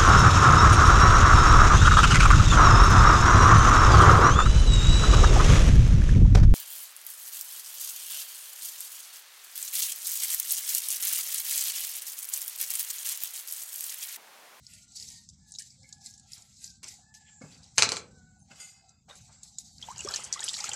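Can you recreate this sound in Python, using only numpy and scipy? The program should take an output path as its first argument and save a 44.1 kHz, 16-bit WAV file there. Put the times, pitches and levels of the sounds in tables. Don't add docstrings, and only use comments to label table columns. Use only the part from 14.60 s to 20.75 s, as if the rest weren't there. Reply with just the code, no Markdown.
import sys
import numpy as np
from scipy import signal
from scipy.fft import rfft, irfft, next_fast_len
from scipy.io import wavfile
from scipy.ndimage import uniform_filter1d, map_coordinates

SR = 44100
rng = np.random.default_rng(int(sys.argv[2]) if len(sys.argv) > 2 else 0)


def magnitude_from_level(level_db):
    exponent = np.asarray(level_db, float) / 20
    return 10 ** exponent


def persist_wave(psi):
    counts = np.round(np.clip(psi, -1, 1) * 32767).astype(np.int16)
    wavfile.write(sys.argv[1], SR, np.atleast_2d(counts).T)


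N = 271215
TIME_S = np.arange(N) / SR

# freq_hz, level_db
RUMBLE_SPECTRUM = [(13, -60.5), (22, -11.5), (27, -25), (58, -0.5), (75, 1.5), (162, -0.5), (222, -3.5),
                   (330, -24), (430, -56), (730, -120)]
# freq_hz, density_db_per_hz
FLOOR_SPECTRUM = [(250, -8.5), (500, -7), (1200, -19.5), (2500, -14), (4300, -10), (5600, -13), (7400, 5),
                  (8600, -21.5), (16000, -48)]
# freq_hz, density_db_per_hz
LEAF_SPECTRUM = [(5500, -50), (6700, -11), (7500, 1.5), (8100, -13), (9000, -50.5)]
# peak_s, level_db, rise_20db_s, fall_20db_s
GUSTS = [
    (2.75, -59.5, 0.35, -0.4),
    (3.7, -70.5, 0.25, 0.6),
    (4.73, -61.5, .02, 0.5),
]
RUMBLE_DB, FLOOR_DB = -62.5, -77

# start_s, length_s, second_harmonic_hz, level_db
CROWS = [
    (0.01, 0.435, 1430, -85.5),
    (0.442, 0.23, 1890, -76.5),
    (0.79, 0.21, 1746, -79.5),
    (1.193, 0.51, 1704, -80.5),
    (1.593, 0.41, 1376, -89),
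    (1.98, 0.24, 1604, -79),
    (2.403, 0.52, 1744, -74),
    (3.453, 0.39, 1513, -75.5),
    (4.22, 0.2, 1366, -83),
]
# start_s, length_s, pitch_hz, level_db
CLUCKS = [
    (.12, .1, 620, -75),
    (.36, .17, 455, -73),
    (1.16, .14, 530, -74),
    (2.9, .2, 520, -76),
]
# start_s, length_s, level_db
CHORUS = [
    (0.243, 0.4, -78.5),
    (0.77, 0.35, -78.5),
    (1.07, 0.86, -75.5),
    (2.19, 0.86, -74.5),
    (2.801, .4, -73.5),
    (3.68, 0.76, -72.5),
    (4.451, 0.92, -74.5),
]
# freq_hz, density_db_per_hz
CHORUS_SPECTRUM = [(400, -70), (560, -41), (700, -2.5), (790, 5), (880, -8.5), (1000, -44), (1500, -70)]
CROW_EDGE_S, CROW_FADE_DB = 0.11, -4.5
CROW_SAG = 0.0299

# freq_hz, t60_s
YARD_T60 = [(200, 0.64), (2000, 0.26), (7000, 0.15), (14000, 0.075)]

# start_s, peak_db, pitch_hz, t60_s
KNOCKS = [(1.331, -42.5, 131, 0.026), (1.779, -43, 103, 0.076), (2.232, -42.5, 231, 0.047),
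          (2.812, -31, 240, 0.063), (2.838, -28, 169, 0.06), (3.269, -19.5, 211, 0.034),
          (3.617, -56.5, 129, 0.047), (3.908, -40, 196, 0.064), (4.118, -47, 93.3, 0.064),
          (4.482, -45, 774, 0.1), (4.691, -44, 91.3, 0.11), (5.189, -49.5, 91, 0.15),
          (5.475, -37.5, 603, 0.073), (5.82, -33, 1000, 0.021)]

# start_s, peak_db, bench_db, edge_pitch_hz
LID_BLOWS = [
    (3.1762, -22, -3.5, 5000),
    (3.1812, 2, -30, 6210),
    (3.186, -9, -15.5, 7000),
    (3.2225, 1, -20, 4110),
    (3.231, -13, -17.5, 4140),
    (3.2907, -11, -24, 4100),
    (3.319, -8, -14, 4400),
    (3.361, -23, -26.5, 5500),
    (3.368, -16, -19.5, 4100),
]
# freq_hz, width_hz, level_db
LID_MODES = [(2370, 110, -1), (2850, 50, -1), (4100, 500, -8.5), (5050, 260, -3), (6200, 600, -3),
             (7200, 600, -3), (8230, 460, -7.5)]
# freq_hz, density_db_per_hz
LID_SPECTRUM = [(350, -30), (750, -7), (1240, -9), (2600, -8), (3300, -7), (4300, -5), (6500, -8),
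                (8300, -12), (13800, -32.5), (16000, -58)]
# freq_hz, width_hz, level_db
BENCH_MODES = [(115, 180, -8.5), (207, 42, -5.5), (477, 150, -2), (860, 56, -3.5), (1290, 200, 1)]
EDGE_DB, EDGE_T60_S = -6.5, 0.012

# freq_hz, level_db, t60_s
RIM_MODES = [(4830, -7.5, .5), (5470, -15, .4), (6288, -8, .3), (6560, -8, .4), (6918, 2.5, .3),
             (7240, -8, .7), (8050, -10, .2), (8270, -5, .3), (9150, -19, .2), (9437, -14, .25),
             (10410, -25, .2), (10700, -22, .3), (11500, -22, .2), (12700, -31, .2)]
# freq_hz, level_db, t60_s
WALL_MODES = [(1243, -7.5, 0.1), (1460, -2, 0.13), (2085, 2, 0.33), (2160, -5, .05), (2570, -4.5, 0.86),
              (2680, 2.5, .053), (2970, -3, 0.29), (3540, -8, .2), (4330, -12, .2), (4818, -2, 1),
              (5500, -15, .3)]
# start_s, level_db
TAPS = [
    (3.909, -57),
    (3.998, -53),
]
# peak_s, level_db, rise_20db_s, fall_20db_s
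JERK = (4, -37.5, -0.0032, 0.12)

# start_s, peak_db, pitch_hz, t60_s, rise_share (pitch gains twice this by t60_s)
BUBBLES = [(5.225, -35, 3194, 0.072, 0.14), (5.2855, -22.5, 841, 0.025, 0.17),
           (5.302, -36, 916, 0.068, 0.51), (5.392, -36.5, 2780, 0.078, 0.068), (5.406, -41, 2510, .04, .05),
           (5.448, -30.5, 367, 0.048, 0.27), (5.457, -38.5, 532, 0.062, 0.27),
           (5.474, -33, 1155, 0.044, 0.066), (5.492, -39, 900, .04, .4), (5.505, -36.5, 1347, 0.067, 0.093),
           (5.538, -32, 1697, 0.054, 0.098), (5.595, -39, 1216, .04, .2), (5.759, -37.5, 1097, 0.088, 0.38),
           (5.799, -39.5, 830, 0.028, 0.17), (5.819, -33, 1740, .04, 0.14), (5.878, -42, 3220, .05, 0.14),
           (5.962, -41, 1750, 0.032, 0.057), (5.988, -39.5, 1243, 0.044, 0.24),
           (6.006, -44.5, 830, 0.16, 0.031), (6.041, -28, 1285, 0.025, .1),
           (6.089, -36.5, 820, 0.063, 0.0091), (6.115, -37, 2570, 0.047, 0.13), (6.132, -45.5, 827, .1, 0)]
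# start_s, peak_db, pitch_hz, t60_s
PLOPS = [(1.0, -47, 1785, 0.084), (1.232, -53, 2175, 0.2), (2.841, -43, 518, 0.065),
         (2.813, -43.5, 518, 0.056), (2.82, -64.5, 2590, 1.0), (2.842, -52, 1010, 0.045),
         (2.929, -47, 4685, 0.068), (3.79, -62.5, 9230, 0.26), (3.8, -56.5, 6330, 0.24),
         (4.49, -53, 570, 0.19), (4.495, -54, 1118, 0.22), (4.5, -55.5, 1944, 0.13), (4.5, -55, 2940, 0.1),
         (4.505, -44, 3700, 0.13), (4.685, -61.5, 818, 0.092), (4.69, -70, 2400, 0.19),
         (4.69, -63.5, 4330, 0.11), (2.815, -52, 2190, 0.17), (3.915, -53, 645, 0.096)]
# from_s, to_s
SLOSH_FROM_S, SLOSH_TO_S = (5.2, 6.15)

# start_s, peak_db, pitch_hz
DRIPS = [
    (4.293, -48, 6290),
    (4.498, -43.5, 3750),
    (4.555, -42.5, 7300),
    (4.8319, -37.5, 6880),
    (4.9851, -23, 7340),
    (5.1824, -40.5, 4660),
]
# start_s, peak_db, pitch_hz
SPATTER = [(5.2148, -42, 5170), (5.2259, -32.5, 3330), (5.3052, -41.5, 6140), (5.3144, -39, 7340),
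           (5.3603, -42, 4600), (5.3714, -42, 4970), (5.3805, -33.5, 6400), (5.3915, -30.5, 6640),
           (5.4053, -31, 6660), (5.4077, -35.5, 2810), (5.4396, -35, 6800), (5.448, -32, 6450),
           (5.4726, -34, 6200), (5.4869, -26.5, 5280), (5.5107, -30.5, 7630), (5.5204, -31, 6630),
           (5.5387, -22, 4390), (5.5443, -26.5, 4400), (5.5603, -18.5, 6280), (5.567, -32, 5840),
           (5.5743, -36, 6800), (5.5936, -44, 7950), (5.6044, -39, 7560), (5.6236, -43, 4570),
           (5.637, -32.5, 8740), (5.642, -29.5, 6200), (5.6484, -29.5, 7850), (5.6736, -42.0, 8100),
           (5.7265, -17.5, 5680), (5.7332, -26, 5810), (5.7388, -26.5, 6650), (5.7448, -35, 7560),
           (5.772, -46, 3170), (5.793, -29, 3700), (5.805, -24.5, 6800), (5.8126, -35, 6850),
           (5.828, -33, 3200), (5.8316, -29.5, 5190), (5.8403, -21.5, 7950), (5.8462, -25.5, 9800),
           (5.88, -25, 3200), (5.8862, -22.5, 7000), (5.8912, -24.5, 3640), (5.8983, -29.5, 3600),
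           (5.933, -24.5, 7700), (5.9405, -23.5, 4320), (5.9473, -29, 3880), (5.958, -33, 5600),
           (5.9677, -30, 4300), (5.9815, -34, 6760), (5.9882, -28, 7200), (6.003, -26.5, 5790),
           (6.006, -27, 4800), (6.0419, -21, 6700), (6.052, -29, 6850), (6.08, -36.5, 4000),
           (6.0914, -21.5, 7840), (6.1158, -28.5, 3060), (6.1329, -22.5, 7370), (6.1398, -29.5, 7300)]
# start_s, peak_db, pitch_hz
TICKS = [(0.0665, -36.5, 5000), (0.1355, -37.5, 7970), (0.2302, -49, 7300), (0.32, -46, 7500),
         (0.336, -47, 4900), (0.3574, -43, 7260), (0.37, -35.5, 4630), (0.3844, -39, 5580),
         (0.399, -34, 4830), (0.4254, -31, 4800), (0.4862, -37, 5700), (0.502, -37, 8010),
         (0.5414, -43, 6940), (0.6364, -53, 7520), (0.689, -37.5, 6100), (0.6978, -44.5, 6230),
         (0.9085, -48, 7300), (0.92, -35, 8300), (0.939, -40, 6240), (0.95, -38, 3840),
         (0.9578, -39.5, 3920), (0.9861, -28.5, 5300), (0.994, -32, 7750), (1.002, -35, 8000),
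         (1.021, -33.5, 6900), (1.104, -44.5, 5120), (1.231, -47.5, 5000), (1.29, -43.5, 7900),
         (1.3262, -33, 6360), (1.4082, -60.5, 7430), (1.4601, -31, 7570), (1.468, -36.5, 7300),
         (1.502, -48, 7300), (1.509, -45.5, 6650), (1.5383, -41, 5600), (1.578, -42.5, 7520),
         (1.5965, -43.5, 7700), (1.7184, -35.5, 7300), (1.733, -33.5, 4900), (1.7702, -47, 5020),
         (1.7792, -42, 7340), (1.8219, -40.5, 7140), (2.0424, -28.5, 7080), (2.0765, -41.0, 5020),
         (2.1023, -43.5, 5050), (2.2417, -32.5, 5840), (2.2828, -34, 8200), (2.2874, -36, 7320),
         (2.305, -50, 6050), (2.3402, -43, 7580), (2.541, -45, 6100), (2.549, -42.5, 5500),
         (2.9241, -47.5, 4250), (2.9453, -46, 4500), (3.032, -45.5, 4890), (3.0406, -45, 4710),
         (3.0619, -51, 4900)]
TICK_T60_S = 0.035
LEAN_DB = 14

# peak_s, peak_db, rise_20db_s, fall_20db_s, weight_db
STROKES = [(0.129, -50, 0.2, 0.3, -13), (.358, -44, 0.01, 0.05, -25), (.41, -40, 0.11, 0.27, -23.5),
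           (0.518, -50.5, 0.2, 0.22, -14), (0.889, -55, -0.1, 0.5, -38),
           (0.992, -45.5, 0.0046, 0.18, -12.5), (1.29, -55.5, 0.1, 0.25, -25), (1.46, -47, 0.07, 0.18, -17),
           (1.73, -49.5, 0.12, 0.4, -12.5), (2.042, -42.5, 0.1, 0.15, -22), (2.231, -41, 0.001, .09, -10),
           (2.285, -46, 0.03, 0.2, -13), (2.541, -52, .001, .14, -12), (2.697, -61, 0.13, 0.12, -1),
           (2.82, -57.5, 0.01, 0.54, -16), (2.925, -58, 0.18, 0.16, -6.5), (3.04, -60.5, 0.13, 0.31, -14.5),
           (3.16, -51.5, -0.02, 0.5, -19), (3.64, -73, 1, 0.7, -23), (3.907, -59, 0.04, 0.46, -9.5),
           (4.0, -49.5, 0.08, 0.24, -12), (4.285, -57.5, 0.005, 0.05, -24), (4.491, -53, 0.01, 0.23, -6.5),
           (4.56, -54.5, 0.03, 0.32, -17.5), (4.69, -66, -0.2, 0.7, -11.5),
           (4.832, -52.5, 0.002, 0.22, -27.5), (4.986, -50, 0.01, 0.15, -21),
           (5.12, -56.5, -0.3, 0.9, -30.5), (5.541, -40, -0.0155, 0.13, -16.5), (5.836, -42, 0.03, 0, -17),
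           (5.885, -39.5, 0.06, 0.09, -6.5), (5.938, -38.5, 0.01, 0.3, -9.5), (6.043, -41.5, 0.03, 0.1, -4)]
# stroke_db, air_db
BRIGHTEN = [(-68.5, -105), (-59.5, -82.5), (-49, -62), (-33.5, -55)]
# peak_s, level_db, fall_20db_s
SCUFFS = [
    (1.77, -77, 0.2),
    (2.23, -62, 0.16),
    (2.7, -69, 0.04),
    (2.82, -65.5, 0.33),
    (3.4, -76, -0.27),
    (3.909, -62, 0.32),
    (4.49, -56.5, 0.09),
    (4.685, -69.5, 0.23),
]
# time_s, effort_db
STIR = [(5.15, -89), (5.22, -62.5), (5.3, -58.5), (5.374, -61.5), (5.548, -44.5), (5.634, -54.5),
        (5.71, -57), (5.83, -47.5), (5.9, -58), (5.98, -64), (6.05, -51), (6.15, -47.5)]
# freq_hz, density_db_per_hz
FIZZ_SPECTRUM = [(1760, -42.5), (2600, -28), (3300, -10), (3900, 3.5), (6880, 6.5), (7910, 6.5),
                 (9500, -18), (12400, -40), (16000, -71)]
AIR_SPECTRUM = [(5290, -32.5), (9000, -3.5), (11000, -7.5), (14900, -20.5), (15800, -69.5)]
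BODY_SPECTRUM = [(1300, -38), (1950, -4), (2600, -5.5), (3400, -4), (4200, -30), (7000, -70)]
HOLLOW_SPECTRUM = [(240, -16.5), (350, 0), (800, 5), (1200, 2.5), (1600, 6.5), (2100, -21), (4000, -60.5)]
WEIGHT_STEEP = 1.95
HEAVY_DULLS = 0.34
SCUFF_RISE_S = 0.008
STIR_FIZZ_DB, STIR_FIZZ_GROWS, STIR_AIR_DB, STIR_HOLLOW_DB = -46.5, 0.2, -20.5, -1.5
SPRAY_WET_PER_S, SPRAY_DRY_PER_S, SPRAY_STIR_PER_S = 250, 35, 900
DRY_S = 2.6

# freq_hz, level_db
MIC_RESPONSE = [(45, -18), (100, 3.5), (8000, -0.5), (10000, 0), (15000, -15.5), (15900, -32), (16300, -90)]
# freq_hz, turn_down_below_db
GATE = [(300, -130), (1000, -110), (2500, -101), (4000, -101), (7000, -102), (9000, -101), (15000, -112)]
OVERLOAD = 0.8
GATE_DEPTH_DB, TOP_HZ, SELF_NOISE_DB = -13, 15750, -93.5


def unit(x):
    return x / np.sqrt(np.mean(x ** 2) + 1e-20)


def along(points, hz):
    f, v = np.transpose(points)
    return np.interp(np.log(hz + 1), np.log(f + 1), v)


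def wobble(knots_per_s):
    at = np.arange(0, N + 16, 16)
    curve = map_coordinates(rng.standard_normal(2000), [at * knots_per_s / SR])
    return np.interp(np.arange(N), at, curve)


def held(start_s, length_s, edge_s):
    inside_s = np.minimum(TIME_S - start_s, start_s + length_s - TIME_S)
    return np.clip(inside_s / edge_s, 0, 1)


def peaks(s, db, rise_s, fall_s, steep=1):
    t = TIME_S[::32, None] - s
    drop = np.where(t < 0, -t / (np.abs(rise_s) + 0.00083), t / (np.abs(fall_s) + 0.0019))
    level = magnitude_from_level(db - 20 * steep * drop).sum(axis=1)
    return np.interp(np.arange(N), np.arange(0, N, 32), level)


def puffs(s, db, t60_s, attack_s):
    env, t = np.zeros(N + SR), np.arange(SR // 5) / SR
    for at, level, life in zip(s, db, t60_s):
        burst = magnitude_from_level(level - 60 * t / (life + 0.001)) * (1 - np.exp(-t / attack_s))
        env[round(at * SR):][:len(t)] += burst
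    return env[:N]


def pings(s, db, hz, t60_s, rise, attack_s, size):
    t = np.arange(size) / SR
    s, db, hz, t60_s, rise = (np.asarray(v, float)[:, None] for v in (s, db, hz, t60_s + 0.0014, rise))
    phase = 2 * np.pi * hz * (t + rise * t * t / t60_s)
    onset = (1 - np.exp(-t / np.reshape(attack_s, (-1, 1)))) ** 2
    wave = magnitude_from_level(db - 60 * t / t60_s) * onset * np.sin(phase)
    at = np.round(s * SR).astype(int) + np.arange(size)
    return np.bincount(at.ravel(), wave.ravel(), N + SR)[:N]


def filtered(x, response):
    m = next_fast_len(N + SR // 2)
    return irfft(rfft(x, m) * response(np.fft.rfftfreq(m, 1 / SR)), m)[:N]


def resonances(modes):
    def response(f):
        total = 0
        for k, (c, w, db) in enumerate(modes):
            total = total + (-1) ** k * magnitude_from_level(db) * 1j * f * w / (c * c - f * f + 1j * f * w)
        return total
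    return response


def rush(spectrum, patchy_db, size=(4, 12)):
    z = signal.stft(rng.standard_normal(N + 512), nperseg=256)[2]
    field = uniform_filter1d(rng.standard_normal(z.shape), size[0], 0)
    field = uniform_filter1d(field, size[1], 1)
    x = signal.istft(z * magnitude_from_level(patchy_db * unit(field)), nperseg=256)[1][:N]
    return unit(filtered(x, lambda hz: magnitude_from_level(along(spectrum, hz))))


def background():
    rumble = magnitude_from_level(RUMBLE_DB + 2.1 * wobble(3.6)) * rush(RUMBLE_SPECTRUM, patchy_db=2.0)
    gusts = peaks(*np.transpose(GUSTS)) * rush(LEAF_SPECTRUM, patchy_db=2.5, size=(1, 30))
    floor = magnitude_from_level(FLOOR_DB + 2 * wobble(7.4)) * rush(FLOOR_SPECTRUM, patchy_db=6.5, size=(1, 40))
    return rumble + gusts + floor


def fowl():
    out = np.zeros(N)
    low, mid, top = (0.85 + 0.4 * wobble(110) for _ in range(3))
    waver = 0.011 * wobble(60)
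    for s, length, hz, db in CROWS:
        part = np.clip((TIME_S - s) / length, 0, 1)
        phase = np.pi * np.cumsum(hz * (1 - CROW_SAG * part + waver)) / SR
        gain = held(s, length, CROW_EDGE_S) * magnitude_from_level(db + 10.5 + CROW_FADE_DB * (part - 0.5))
        out += gain * (mid * np.sin(2 * phase) + 0.37 * low * np.sin(phase) + 0.089 * top * np.sin(3 * phase))
    for s, length, hz, db in CLUCKS:
        arch = np.sin(np.pi * np.clip((TIME_S - s) / length, 0, 1))
        out += magnitude_from_level(db) * arch * low * np.sin(2 * np.pi * hz * TIME_S)
    chorus = sum(magnitude_from_level(db) * held(s, length, 0.15) for s, length, db in CHORUS)
    return out + chorus * rush(CHORUS_SPECTRUM, patchy_db=5.0)


def yard(x):
    hz, t, z = signal.stft(rng.standard_normal(SR // 2), SR, nperseg=256)
    decay = magnitude_from_level(-60 * t / along(YARD_T60, hz)[:, None])
    tail = signal.istft(z * decay, SR, nperseg=256)[1]
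    return signal.fftconvolve(np.pad(x, (250, 0)), tail / np.linalg.norm(tail))[:N]


def knocks():
    s, db, hz, t60_s = np.transpose(KNOCKS)
    push = pings(s, db - 2.5, hz, 0.48 * t60_s, 0 * s, attack_s=0.002, size=5000)
    dull = rush(HOLLOW_SPECTRUM, patchy_db=5.0)
    return push + magnitude_from_level(-15.5) * puffs(s, db, 0.86 * t60_s, attack_s=0.0079) * dull


def lid():
    s, db, bench_db, hz = np.transpose(LID_BLOWS)
    edge = pings(s, db + EDGE_DB, hz, 0 * s + EDGE_T60_S, 0 * s, attack_s=0.0001, size=1500)
    edge = edge * (0.86 + 0.4 * wobble(900))
    contact = puffs(s, db + 3, 0 * s + 0.007, attack_s=0.0002)
    rattle = puffs(s, db - 11.5, 0 * s + 0.09, attack_s=0.0024)
    shell = unit(filtered(rng.standard_normal(N), resonances(LID_MODES)))
    shell = shell + 0.64 * rush(LID_SPECTRUM, patchy_db=3)
    blows = puffs(s, db + bench_db, 0 * s + 0.068, attack_s=0.003) * rng.standard_normal(N)
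    bench = filtered(blows, resonances(BENCH_MODES))
    return edge + magnitude_from_level(-11) * (contact + rattle) * shell + magnitude_from_level(10) * bench


def cup():
    rough = peaks(*JERK) * magnitude_from_level(2.0 * wobble(90)) * rng.standard_normal(N)
    rim = resonances([(hz, 2.1 / max(t60_s, 0.03) + 14, db) for hz, db, t60_s in RIM_MODES])
    scale = np.std(filtered(rng.standard_normal(N), rim))
    rows = np.array([(s, tap_db + db, hz, t60_s + 0.27, 0) for s, tap_db in TAPS for hz, db, t60_s in WALL_MODES])
    rows[:, 1] += 3 * rng.standard_normal(len(rows))
    ring = pings(*rows.T, attack_s=0.0013, size=20000) * (0.55 + 0.3 * wobble(200))
    return magnitude_from_level(-2.0) * filtered(rough, rim) / scale + ring


def bubbles():
    s, db, hz, t60_s, rise = np.transpose(BUBBLES)
    big = pings(s, db + 2.2, hz, t60_s, rise, attack_s=0.0014, size=9000) * (0.85 + 0.25 * wobble(150))
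    u = rng.random((420, 3))
    s = SLOSH_FROM_S + (SLOSH_TO_S - SLOSH_FROM_S) * u[:, 0] ** 0.7
    hz = 750 * 7 ** u[:, 1]
    db = -51 - 3.3 * np.log(u[:, 2] + 0.05)
    small = pings(s, db, hz, 18 / hz, 0 * s + 0.16, attack_s=0.00087, size=900)
    s, db, hz, t60_s = np.transpose(PLOPS)
    plops = pings(s, db, hz, t60_s, 0 * s, attack_s=0.003, size=9000) * (0.4 + 0.9 * wobble(260))
    return big + small + plops


def ticks(s, db, hz, t60_s, tone_db, puff_db, tail_db):
    tone = pings(s, db + tone_db, hz, 32 / hz, 0 * s + 0.05, attack_s=1.3 / hz, size=900)
    u = rng.random((len(s), 4))
    for late, off in (u[:, :2].T, u[:, 2:].T):
        near_hz = hz * 1.4 ** (off - 0.5)
        tone += pings(s + 0.003 * late, db + tone_db - 7.0, near_hz, 40 / hz, 0 * s + 0.055,
                      attack_s=2.3 / hz, size=900)
    bright = rush(FIZZ_SPECTRUM, patchy_db=4) + 0.24 * rush(AIR_SPECTRUM, patchy_db=3.0)
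    for centre_hz in (3700, 5400, 7600):
        off_db = -LEAN_DB * np.abs(np.log2(hz / centre_hz))
        band = filtered(bright, lambda f: magnitude_from_level(-LEAN_DB * np.abs(np.log2((f + 1) / centre_hz))))
        tone += puffs(s, db + puff_db + off_db, t60_s, attack_s=0.00048) * band
    return tone + puffs(s, db + tail_db, 0 * s + 0.2, attack_s=0.0013) * bright


def splashes():
    s, db, hz = np.vstack([DRIPS, SPATTER]).T
    return ticks(s, db + 5, hz, 0 * s + 0.022, tone_db=1.5, puff_db=-12, tail_db=-35)


def flicks():
    s, db, hz = np.transpose(TICKS)
    return ticks(s, db + 4, hz, 0 * s + TICK_T60_S, tone_db=1.4, puff_db=-11, tail_db=-37.5)


def spray():
    rate = SPRAY_DRY_PER_S + SPRAY_WET_PER_S * held(-1, 1 + DRY_S, 0.1)
    rate = rate + SPRAY_STIR_PER_S * held(SLOSH_FROM_S, 2, 1)
    u = rng.random((1500, 4))
    s = np.interp(np.arange(len(u)) + u[:, 0], np.cumsum(rate) / SR, TIME_S, right=N / SR)
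    hz = 6200 * np.exp(0.6 * (u[:, 1] - u[:, 2]))
    db = -5 * np.log(u[:, 3] + 0.033)
    pops = pings(s, db, hz, 18 / hz, 0 * s + 0.22, attack_s=0.00058, size=200)
    return pops / np.sqrt(np.abs(uniform_filter1d(pops ** 2, SR // 2)) + 1)


def motion():
    at, db, rise_s, fall_s, weight_db = np.transpose(STROKES)
    stir_db = np.interp(TIME_S, *np.transpose(STIR))
    froth = magnitude_from_level(STIR_FIZZ_DB + STIR_FIZZ_GROWS * (stir_db + 46.5))
    froth = froth * held(SLOSH_FROM_S, 2, 0.022) * magnitude_from_level(-2.5 + 3.4 * wobble(35))
    fizz = peaks(at, db, rise_s, fall_s) + froth
    dulling_db = HEAVY_DULLS * np.maximum(weight_db + 14, 0) * (at < SLOSH_FROM_S)
    air_db = np.interp(db, *np.transpose(BRIGHTEN)) - dulling_db
    air = peaks(at, air_db, rise_s, fall_s, steep=1.86) + froth * magnitude_from_level(STIR_AIR_DB + 0.5 * (stir_db + 49.5))
    body = peaks(at, db + weight_db, rise_s, fall_s, steep=WEIGHT_STEEP) + magnitude_from_level(stir_db - 1 + 3 * wobble(90))
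    at, db, fall_s = np.transpose(SCUFFS)
    hollow = peaks(at, db, SCUFF_RISE_S, fall_s) + magnitude_from_level(stir_db + STIR_HOLLOW_DB)
    hiss = rush(FIZZ_SPECTRUM, patchy_db=2.5, size=(2, 30))
    top = magnitude_from_level(-3.5) * fizz * (0.8 * hiss + 0.5 * spray())
    top = top + magnitude_from_level(4.0) * air * rush(AIR_SPECTRUM, patchy_db=3.5)
    low = body * rush(BODY_SPECTRUM, patchy_db=3.5, size=(2, 25))
    low = low + hollow * rush(HOLLOW_SPECTRUM, patchy_db=3.5)
    return magnitude_from_level(2.0 * wobble(60)) * top + magnitude_from_level(2.3 * wobble(50)) * low


def scene():
    wet = flicks() + splashes() + bubbles()
    hard = lid() + knocks()
    near = wet + hard + magnitude_from_level(-19) * yard(wet) + magnitude_from_level(-8.5) * yard(hard)
    near = near / (1 + (near / OVERLOAD) ** 4) ** 0.28
    near = filtered(near, lambda hz: magnitude_from_level(along(MIC_RESPONSE, hz)))
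    return (near + motion() + cup() + fowl() + background())[None]


def top_cut(x):
    return signal.sosfilt(signal.butter(12, 16360, fs=SR, output="sos"), x)


def record(dry):
    hz, _, z = signal.stft(dry, SR, nperseg=512)
    power = uniform_filter1d(np.abs(z) ** 2, size=3, axis=1)
    power = np.abs(uniform_filter1d(power, size=5, axis=2, origin=1)) + 1e-20
    noise = magnitude_from_level(2 * along(GATE, hz))[:, None]
    keep = np.clip(1 - noise / power, magnitude_from_level(2 * GATE_DEPTH_DB), 1) ** 0.5
    hiss = signal.stft(magnitude_from_level(SELF_NOISE_DB) * rng.standard_normal(dry.shape), SR, nperseg=512)[2]
    clean = signal.istft((z * keep + hiss) * (hz < TOP_HZ)[:, None], SR, nperseg=512)[1][:, :N]
    return top_cut(clean)


dry = scene()
out = record(dry)
persist_wave(out)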